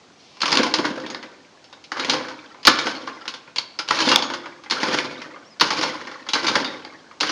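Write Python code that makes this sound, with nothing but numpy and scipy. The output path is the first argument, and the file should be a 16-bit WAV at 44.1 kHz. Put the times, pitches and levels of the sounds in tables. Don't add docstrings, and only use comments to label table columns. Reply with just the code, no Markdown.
import sys
import numpy as np
from scipy import signal
from scipy.fft import rfft, irfft
from scipy.io import wavfile

SR = 44100
rng = np.random.default_rng(int(sys.argv[2]) if len(sys.argv) > 2 else 0)


def waveform_to_disk(signal):
    frames = np.transpose(np.atleast_2d(signal))
    scaled = np.clip(frames, -1, 1) * 32767
    samples = np.round(scaled).astype(np.int16)
    wavfile.write(sys.argv[1], SR, samples)


N = 322371
TIME = np.arange(N) / SR


def gain(db):
    return 10 ** (np.asarray(db) / 20)


def unit(x):
    return x / np.sqrt(np.mean(x ** 2))


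def fade(t, t60):
    return np.exp(-np.log(1000) * t / max(t60, 1e-3))


def add(out, start_s, sound):
    i = max(int(start_s * SR), 0)
    out[i:i + len(sound)] += sound[:max(N - i, 0)]


def tap_response(tone, size=2048):
    hz, db = np.transpose(tone)
    log_hz = np.log(np.fft.rfftfreq(size, 1 / SR) + 1)
    log_gain = np.log(gain(np.interp(log_hz, np.log(hz), db)))
    folded = irfft(log_gain)
    folded[1:size // 2] *= 2
    folded[size // 2 + 1:] = 0
    return irfft(np.exp(rfft(folded)))


def colour(x, tone):
    return unit(signal.fftconvolve(x, tap_response(tone))[:len(x)])


def burst(response, shape):
    push = rng.standard_normal(len(shape)) * shape
    sound = signal.fftconvolve(push, response)[:len(shape)]
    return sound * np.linalg.norm(shape) / np.linalg.norm(sound)


def notes(t, hz, spread, count, attack_s=0.00026):
    detune, weights = rng.standard_normal((count, 2)).T
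    waves = np.sin(2 * np.pi * np.outer(t, hz * np.exp(spread * detune)))
    return waves @ unit(weights) * np.sqrt(2 / count) * (1 - np.exp(-t / attack_s))


# (frequency [Hz], relative level [dB])
HUSH_TONE = [(30, -25.5), (100, -3.5), (280, 4), (420, 1.5), (800, 0), (1500, -7.5), (2500, -9),
             (4500, -8.5), (6500, -12.5), (8000, -24), (10000, -35.5)]
def hush(db=-52):
    return gain(db) * colour(rng.standard_normal(N), HUSH_TONE)


# (time [s], length [s], first pitch [Hz], last pitch [Hz], level [dB])
BIRD_CHIRPS = [(.135, 0.012, 5900, 6200, -58), (0.17, .05, 5500, 5950, -60), (0.24, .022, 5950, 5600, -65),
               (.275, .028, 5950, 5600, -64), (3.112, 0.06, 5270, 4960, -53),
               (3.155, 0.047, 5900, 5750, -61), (5.446, 0.046, 5160, 5860, -50.5),
               (5.497, 0.054, 5320, 4800, -49), (6.143, 0.035, 6050, 5880, -63)]
def bird():
    out = np.zeros(N)
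    for start, length, first_hz, last_hz, db in BIRD_CHIRPS:
        progress = np.linspace(0, 1, int(length * SR))
        hz = first_hz + (last_hz - first_hz) * progress
        whistle = np.sin(2 * np.pi * np.cumsum(hz) / SR)
        add(out, start, gain(db) * np.sin(np.pi * progress) * whistle)
    return out


def yard(x, low_t60=0.66, high_t60=0.19, split_hz=1800, low_db=-7, high_db=-12.5, build_s=0.0065):
    t = np.arange(SR) / SR
    echoes = rng.standard_normal(len(t)) * (1 - np.exp(-t / build_s)) ** 2
    response = 0
    for kind, t60, db in (("low", low_t60, low_db), ("high", high_t60, high_db)):
        tail = echoes * fade(t, t60)
        band = signal.butter(1, split_hz, kind, fs=SR, output="sos")
        response = response + gain(db) * signal.sosfilt(band, tail / np.linalg.norm(tail))
    return signal.fftconvolve(x, response)[:N]


# (frequency [Hz], relative level [dB])
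STEEL_TONE = [(1200, -59), (2200, -3), (2700, -1), (3400, -0.5), (3750, -3), (4450, 1), (5250, -1.5),
              (5950, -8), (6700, -10.5), (7400, -22), (8100, -33.5), (9500, -23.5), (11000, -46)]
def scrape(start_s=0.18, end_s=0.48, db=-54, edge_s=0.02):
    sliding = np.clip(np.minimum(TIME - start_s, end_s - TIME) / edge_s, 0, 1)
    return gain(db) * sliding * colour(rng.standard_normal(N), STEEL_TONE)


# (pitch [Hz], relative level [dB], ring time [s])
FRAME_NOTES = [(276, -18, 0.95), (328, -8, 0.34), (522, -15, 0.2), (855, -8.5, .15), (1080, -20, 0.21),
               (1380, -14.5, 0.12), (2000, -27, 0.22), (2374, -3, 0.065), (3240, -9, 0.18),
               (4230, -33, 0.18), (4570, -12, 0.093), (4800, -20, 0.24), (6640, -9, .25)]
def frame(shaking):
    out = np.zeros(N)
    for hz, db, t60 in FRAME_NOTES:
        decay = fade(1 / SR, t60)
        step = decay * np.exp(2j * np.pi * hz / SR)
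        out += 2 * (1 - decay) * gain(db) * signal.lfilter([1], [1, -step], shaking).imag
    return out


# (time [s], pitch [Hz], pitch spread [fraction], level [dB], ring time [s])
STEEL_TWANGS = [(0.419, 4250, 0.031, -14, 0.03), (3.584, 4210, 0.057, -10.5, 0.032),
                (3.792, 1360, 0.02, -28, 0.2), (4.223, 6610, 0.0093, -41, 0.3),
                (4.3, 347.8, 0.003, -43, 1.24), (6.645, 3658, .035, -28, 0.25),
                (6.645, 4645, 0.039, -32, 0.16)]
def twangs():
    out, t = np.zeros(N), np.arange(SR * 3 // 4) / SR
    for start, hz, spread, db, t60 in STEEL_TWANGS:
        add(out, start, gain(db) * fade(t, t60) * notes(t, hz, spread, count=12))
    return out


def rattle(shake_db, count, db, scatter_db, low_t60, low_hz, high_hz, limit_db):
    out, t = np.zeros(N), np.arange(SR // 12) / SR
    for when, part, size in rng.random((count, 3)):
        i = int(when * N)
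        hz = low_hz * (high_hz / low_hz) ** part
        clink_db = min(shake_db[i], limit_db) + db + scatter_db * (2 * size - 1)
        t60 = low_t60 * np.sqrt(low_hz / hz)
        add(out, i / SR, gain(clink_db) * fade(t, t60) * notes(t, hz, 0.049, count=3))
    return out


def turn_time(hardest_s, turn, turn_s=.056, slowing=.02):
    return hardest_s + turn * turn_s * (1 + slowing * turn)


# (time [s], push length [s], gears at full speed [dB], their swell [dB],
# extra treble [dB], pumped air [dB], coasting gears [dB], coasting air [dB], run-down [dB/s],
# time of hardest squeeze [s], its puff [dB])
FOOT_KICKS = [(0.423, .165, -22.5, 11, -2, -32, -34, -27, 43.5, .594, -15),
              (.74, .13, -37, 2, 9, -35, -36, -31, 29, 0.79, -19.5),
              (1.94, 0.22, -28, 3, -5, -29, -33.5, -37, 44, 2.14, -27),
              (2.677, .21, -30, -1, 4, -35, -33.5, -35, 35.5, 2.91, -34),
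              (3.887, .235, -19.5, 9, 4, -29, -33, -31.5, 37, 4.07, -17),
              (4.721, 0.23, -22.5, 8.5, -1, -29, -34, -32.5, 30, 4.88, -18.5),
              (5.62, .23, -26, 1.5, 3, -29.5, -31.5, -35, 35, 5.835, -25),
              (6.338, 0.25, -26, 2, -1, -29.5, -33, -32.5, 45.5, 6.554, -21),
              (7.201, 0.19, -28.5, 3.5, 5, -33.5, -27, -36, 40, 8.2, -24)]
def kicks(attack_s=.012, release_db_per_s=125, coast_s=.38, stop_db_per_s=60,
          air_swell_db=5, throb_db=2.5, coast_treble_db=-2):
    power, turns = np.zeros((3, N)), np.arange(-8, 16)
    for (start, push, gear_db, swell_db, treble_db, air_db,
         coast_db, coast_air_db, run_down, hardest_s, _) in FOOT_KICKS:
        push_left = np.clip(1 - (TIME - start) / push, 0, 1)
        after_s = np.maximum(TIME - start - push, 0)
        drive = np.clip((TIME - start) / attack_s, 0, 1) * gain(-release_db_per_s * after_s)
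        stopping_db = stop_db_per_s * np.maximum(after_s - coast_s, 0)
        coast = (1 - push_left) * gain(-run_down * after_s - stopping_db)
        turn = np.interp(TIME, turn_time(hardest_s, turns), turns)
        throb = gain(throb_db * np.cos(2 * np.pi * turn))
        pushed_gears = drive * gain(gear_db - swell_db * push_left)
        pushed_air = drive * gain(air_db - air_swell_db * push_left)
        pushed = (pushed_gears, gain(treble_db), pushed_air)
        coasting = (coast * gain(coast_db), gain(coast_treble_db), coast * gain(coast_air_db))
        for gears, treble, air in (pushed, coasting):
            case = throb * gears / np.hypot(1, treble)
            power += np.array([case, treble * case, air]) ** 2
    return np.sqrt(power)


# (frequency [Hz], relative level [dB])
BODY_TONE = [(30, -48), (80, -20.5), (130, -15.5), (160, -9), (195, -11), (275, 0), (315, 3), (400, -6.5),
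             (530, 0.5), (600, -5.5), (680, -8), (1100, -53)]
def chuffs(pumped_air, swell_s=0.0065, breath_db=-4, boom_hz=285, boom_db=-5, turn_db=2, scatter_db=0.6):
    out, t = np.zeros(N), np.arange(SR // 10) / SR
    body = tap_response(BODY_TONE)
    puff = t / swell_s * np.exp(1 - t / swell_s)
    for *_, hardest_s, hardest_db in FOOT_KICKS:
        for turn in range(-1, 10):
            start = turn_time(hardest_s, turn)
            if turn == 0:
                size = gain(hardest_db)
            else:
                air = np.interp(start, TIME, pumped_air)
                size = air * gain(turn_db + scatter_db * rng.standard_normal())
            boom = puff * notes(t, boom_hz, 0.12, count=5)
            add(out, start, size * (gain(breath_db) * burst(body, puff) + gain(boom_db) * boom))
    return out


def ratchet(rate_hz, jitter=.22, scatter_db=4, tick_t60=0.031):
    spacing, size = rng.standard_normal((4000, 2)).T
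    teeth_passed = np.cumsum(rate_hz) / SR
    drops = np.searchsorted(teeth_passed, np.cumsum(np.exp(jitter * spacing)))
    ticks = np.bincount(drops, gain(scatter_db * size), N + 1)[:N]
    return unit(signal.lfilter([1], [1, -fade(1 / SR, tick_t60)], ticks))


# (frequency [Hz], relative level [dB])
CASE_TONE = [(350, -42.5), (680, -11), (850, 2.5), (1000, 2), (1150, 2.5), (1260, -4), (1430, 3.5),
             (1800, -3.5), (2150, -1.5), (2500, -13.5), (3300, -10), (8000, -77)]
def cranking(strengths, shake_db, slow_hz=90, fast_hz=240, rub=.75, case_db=-4.5, steel_db=-4.6,
             air_db=-5):
    chatter = rub + ratchet(np.interp(shake_db, [-45, -20], [slow_hz, fast_hz]))
    parts = zip(strengths, (case_db, steel_db, air_db), (CASE_TONE, STEEL_TONE, BODY_TONE))
    return sum(gain(db) * strength * colour(chatter * rng.standard_normal(N), tone)
               for strength, db, tone in parts)


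# (time of bite [s], touch earlier by [s], settling later by [s],
# bite level [dB], settling level [dB], click above ring [dB])
LEVER_CATCHES = [(.417, 0.012, 0.015, -18.5, -18.5, 2.5), (2.67, 0.019, .005, -5.5, -3, 1.5),
                 (3.887, 0.0087, .021, -23, -15, 8.5), (4.709, .01, 0.012, -15.5, -18, 1),
                 (5.61, .012, .005, -12, -10.5, 6.5), (6.334, .046, .019, -12.5, -16.5, -5),
                 (7.208, .005, .022, -14.5, -17, -3)]
def lever_blows(touch_db=-9, touch_click_db=-5, bite_hz=4300, bite_treble_db=6,
                settle_hz=1330, settle_treble_db=-4):
    blows = []
    for start, lead, lag, bite_db, settle_db, click_db in LEVER_CATCHES:
        blows += [(start - lead, bite_db + touch_db, touch_click_db, bite_treble_db, bite_hz),
                  (start, bite_db, click_db, bite_treble_db, bite_hz),
                  (start + lag, settle_db, click_db, settle_treble_db, settle_hz)]
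    return blows


# (time [s], ring level [dB], click above ring [dB], extra treble [dB], pitch [Hz])
SINGLE_KNOCKS = [(.369, -42, -4, 1, 1170), (.457, -17.5, 2, 7, 1067), (.479, -20, -16, 7, 1060),
                 (.506, -22, -4, 0, 5220), (.518, -16, -16, 4, 5000), (.527, -15, 5.5, -1, 5040),
                 (.553, -23, 11, 14, 4670), (.572, -16.5, 9.5, 7, 3520), (.632, -14, -9, 0, 1130),
                 (.666, -22, -8, 0, 886), (.739, -12, -3, 2.5, 4400), (.786, -19.5, -20, 0, 1010),
                 (.808, -33, 3, -3, 1020), (.845, -18.5, 4, -19, 1030), (.851, -17.5, -18, -2, 1010),
                 (1.0, -36.5, 9, -3, 1150), (1.063, -31, 1, -1, 3810), (1.101, -28.5, -13, 3, 5250),
                 (1.146, -29.5, 8, -4.5, 4230), (1.228, -30, -10, -5.5, 1175), (1.642, -43.5, -8, 6, 5660),
                 (1.727, -36.5, -12, -2, 3580), (1.84, -39, 2, 15, 4500), (1.918, -23.5, 4, -3, 1460),
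                 (1.996, -18.5, -18, -1.5, 4350), (2.047, -25.5, 5, 9, 2240), (2.097, -11.5, -1, 7, 4330),
                 (2.135, -21.5, 3, 5, 1086), (2.284, -29, -8, -2.5, 1450), (2.545, -40, -6, -23, 1160),
                 (2.63, -36, -25, 6, 4320), (2.788, -17.5, -9, 1, 4000), (2.868, -15, -20, -5.5, 940),
                 (3.075, -23.5, -16, -9.5, 1180), (3.255, -34, -1, -4, 1216),
                 (3.279, -22.5, 2.5, 6.5, 4070), (3.339, -29, -10, 1.5, 3530),
                 (3.476, -38.5, -8, -14, 2170), (3.56, -23, -4, 7, 3330), (3.583, -22.5, 8, 7, 4130),
                 (3.789, -19.5, -16, 4, 4500), (3.989, -17.5, -19, 0, 4100), (4.003, -13.5, -14, 2, 987),
                 (4.088, -12.5, -14, 8, 4600), (4.115, -8.5, -10, -3, 3062), (4.159, -34.5, 33.5, 6, 3650),
                 (4.223, -19, -10, 1.5, 4620), (4.301, -23.5, -16, -6, 965), (4.337, -21, -12, -0.5, 1359),
                 (4.458, -27, -7, -12, 1193), (4.637, -38, -14, 1, 1240), (4.661, -35.5, -2, -16, 2180),
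                 (4.831, -14.5, -20, -2.5, 1000), (4.987, -20.5, 7, 4, 2230), (5.217, -30, -16, 0, 2190),
                 (5.361, -36.5, -19, -24, 1315), (5.705, -15.5, -11, 0, 1012),
                 (5.812, -20.5, -6.5, 0, 5070), (5.835, -16.5, -13, -3.5, 4900),
                 (6.072, -29.5, -9, -8, 1630), (6.114, -32, -1, -4, 1220), (6.266, -32, -12, -8, 1255),
                 (6.467, -16, -10, 6, 4450), (6.481, -13.5, -9, -0.5, 4320), (6.554, -10.5, -15, -2, 1536),
                 (6.645, -22.5, -15, -1, 4510), (6.849, -35.5, 10, -5, 4402), (7.112, -39, -13.5, -9, 1090),
                 (7.293, -20.5, -15, -4, 5400)]
def knocks(contact_s=0.003, panel_t60=0.048, case_t60=0.14, case_db=-1.5, clack_db=-2.5, bass_db=-6,
           ping_db=-5, sing_db=-7.5, body_rise_s=0.0016, body_time_scale=0.91):
    out, t = np.zeros(N), np.arange(SR // 7) / SR
    body, case, steel = (tap_response(tone) for tone in (BODY_TONE, CASE_TONE, STEEL_TONE))
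    contact = np.exp(-(t / contact_s) ** 2)
    decay = np.hypot(fade(t, panel_t60), gain(case_db) * fade(t, case_t60))
    for start, ring_db, click_db, treble_db, hz in lever_blows() + list(SINGLE_KNOCKS):
        click = gain(ring_db + click_db) * contact
        ring = gain(ring_db) * decay
        blow = np.hypot(click, ring)
        thud = np.interp(t / body_time_scale, t, blow) * (1 - np.exp(-t / body_rise_s))
        bass, treble = gain(bass_db), gain(treble_db)
        clack = bass * burst(body, thud) + burst(case, blow) + treble * burst(steel, blow)
        clack /= np.sqrt(1 + bass ** 2 + treble ** 2)
        ping = gain(ping_db) * click * notes(t, hz, spread=0.1, count=6)
        sing = gain(sing_db) * ring * notes(t, hz, spread=0.1, count=6)
        add(out, start, gain(clack_db) * clack + ping + sing)
    return out


def scene(rest_db=-58):
    case, steel, air = kicks()
    shake_db = 20 * np.log10(np.hypot(case, steel) + gain(rest_db))
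    brackets = rattle(shake_db, count=800, db=-3.5, scatter_db=3.5, low_t60=0.067,
                      low_hz=849.7, high_hz=5210, limit_db=-19)
    panels = rattle(shake_db, count=150, db=2.5, scatter_db=0.5, low_t60=0.087,
                    low_hz=983, high_hz=2320, limit_db=-37.5)
    scooter = knocks() + cranking((case, steel, air), shake_db)
    scooter += brackets + panels + chuffs(air) + scrape()
    scooter += frame(scooter) + twangs()
    return (scooter + yard(scooter) + bird() + hush())[None]


def record(dry, low_hz=45, high_hz=11000, thump_hz=100, thump_db=-7, top_hz=15600):
    thin = signal.sosfilt(signal.butter(2, low_hz, "high", fs=SR, output="sos"), dry)
    narrow = signal.sosfilt(signal.ellip(8, .2, 70, high_hz, fs=SR, output="sos"), thin)
    overload = np.maximum(np.abs(narrow) - 1, 0)
    thump = signal.sosfilt(signal.butter(2, thump_hz, fs=SR, output="sos"), overload)
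    clipped = np.clip(narrow - gain(thump_db) * thump, -1, 1)
    return signal.sosfilt(signal.ellip(8, .2, 80, top_hz, fs=SR, output="sos"), clipped)


dry = scene()
out = record(dry)
waveform_to_disk(out)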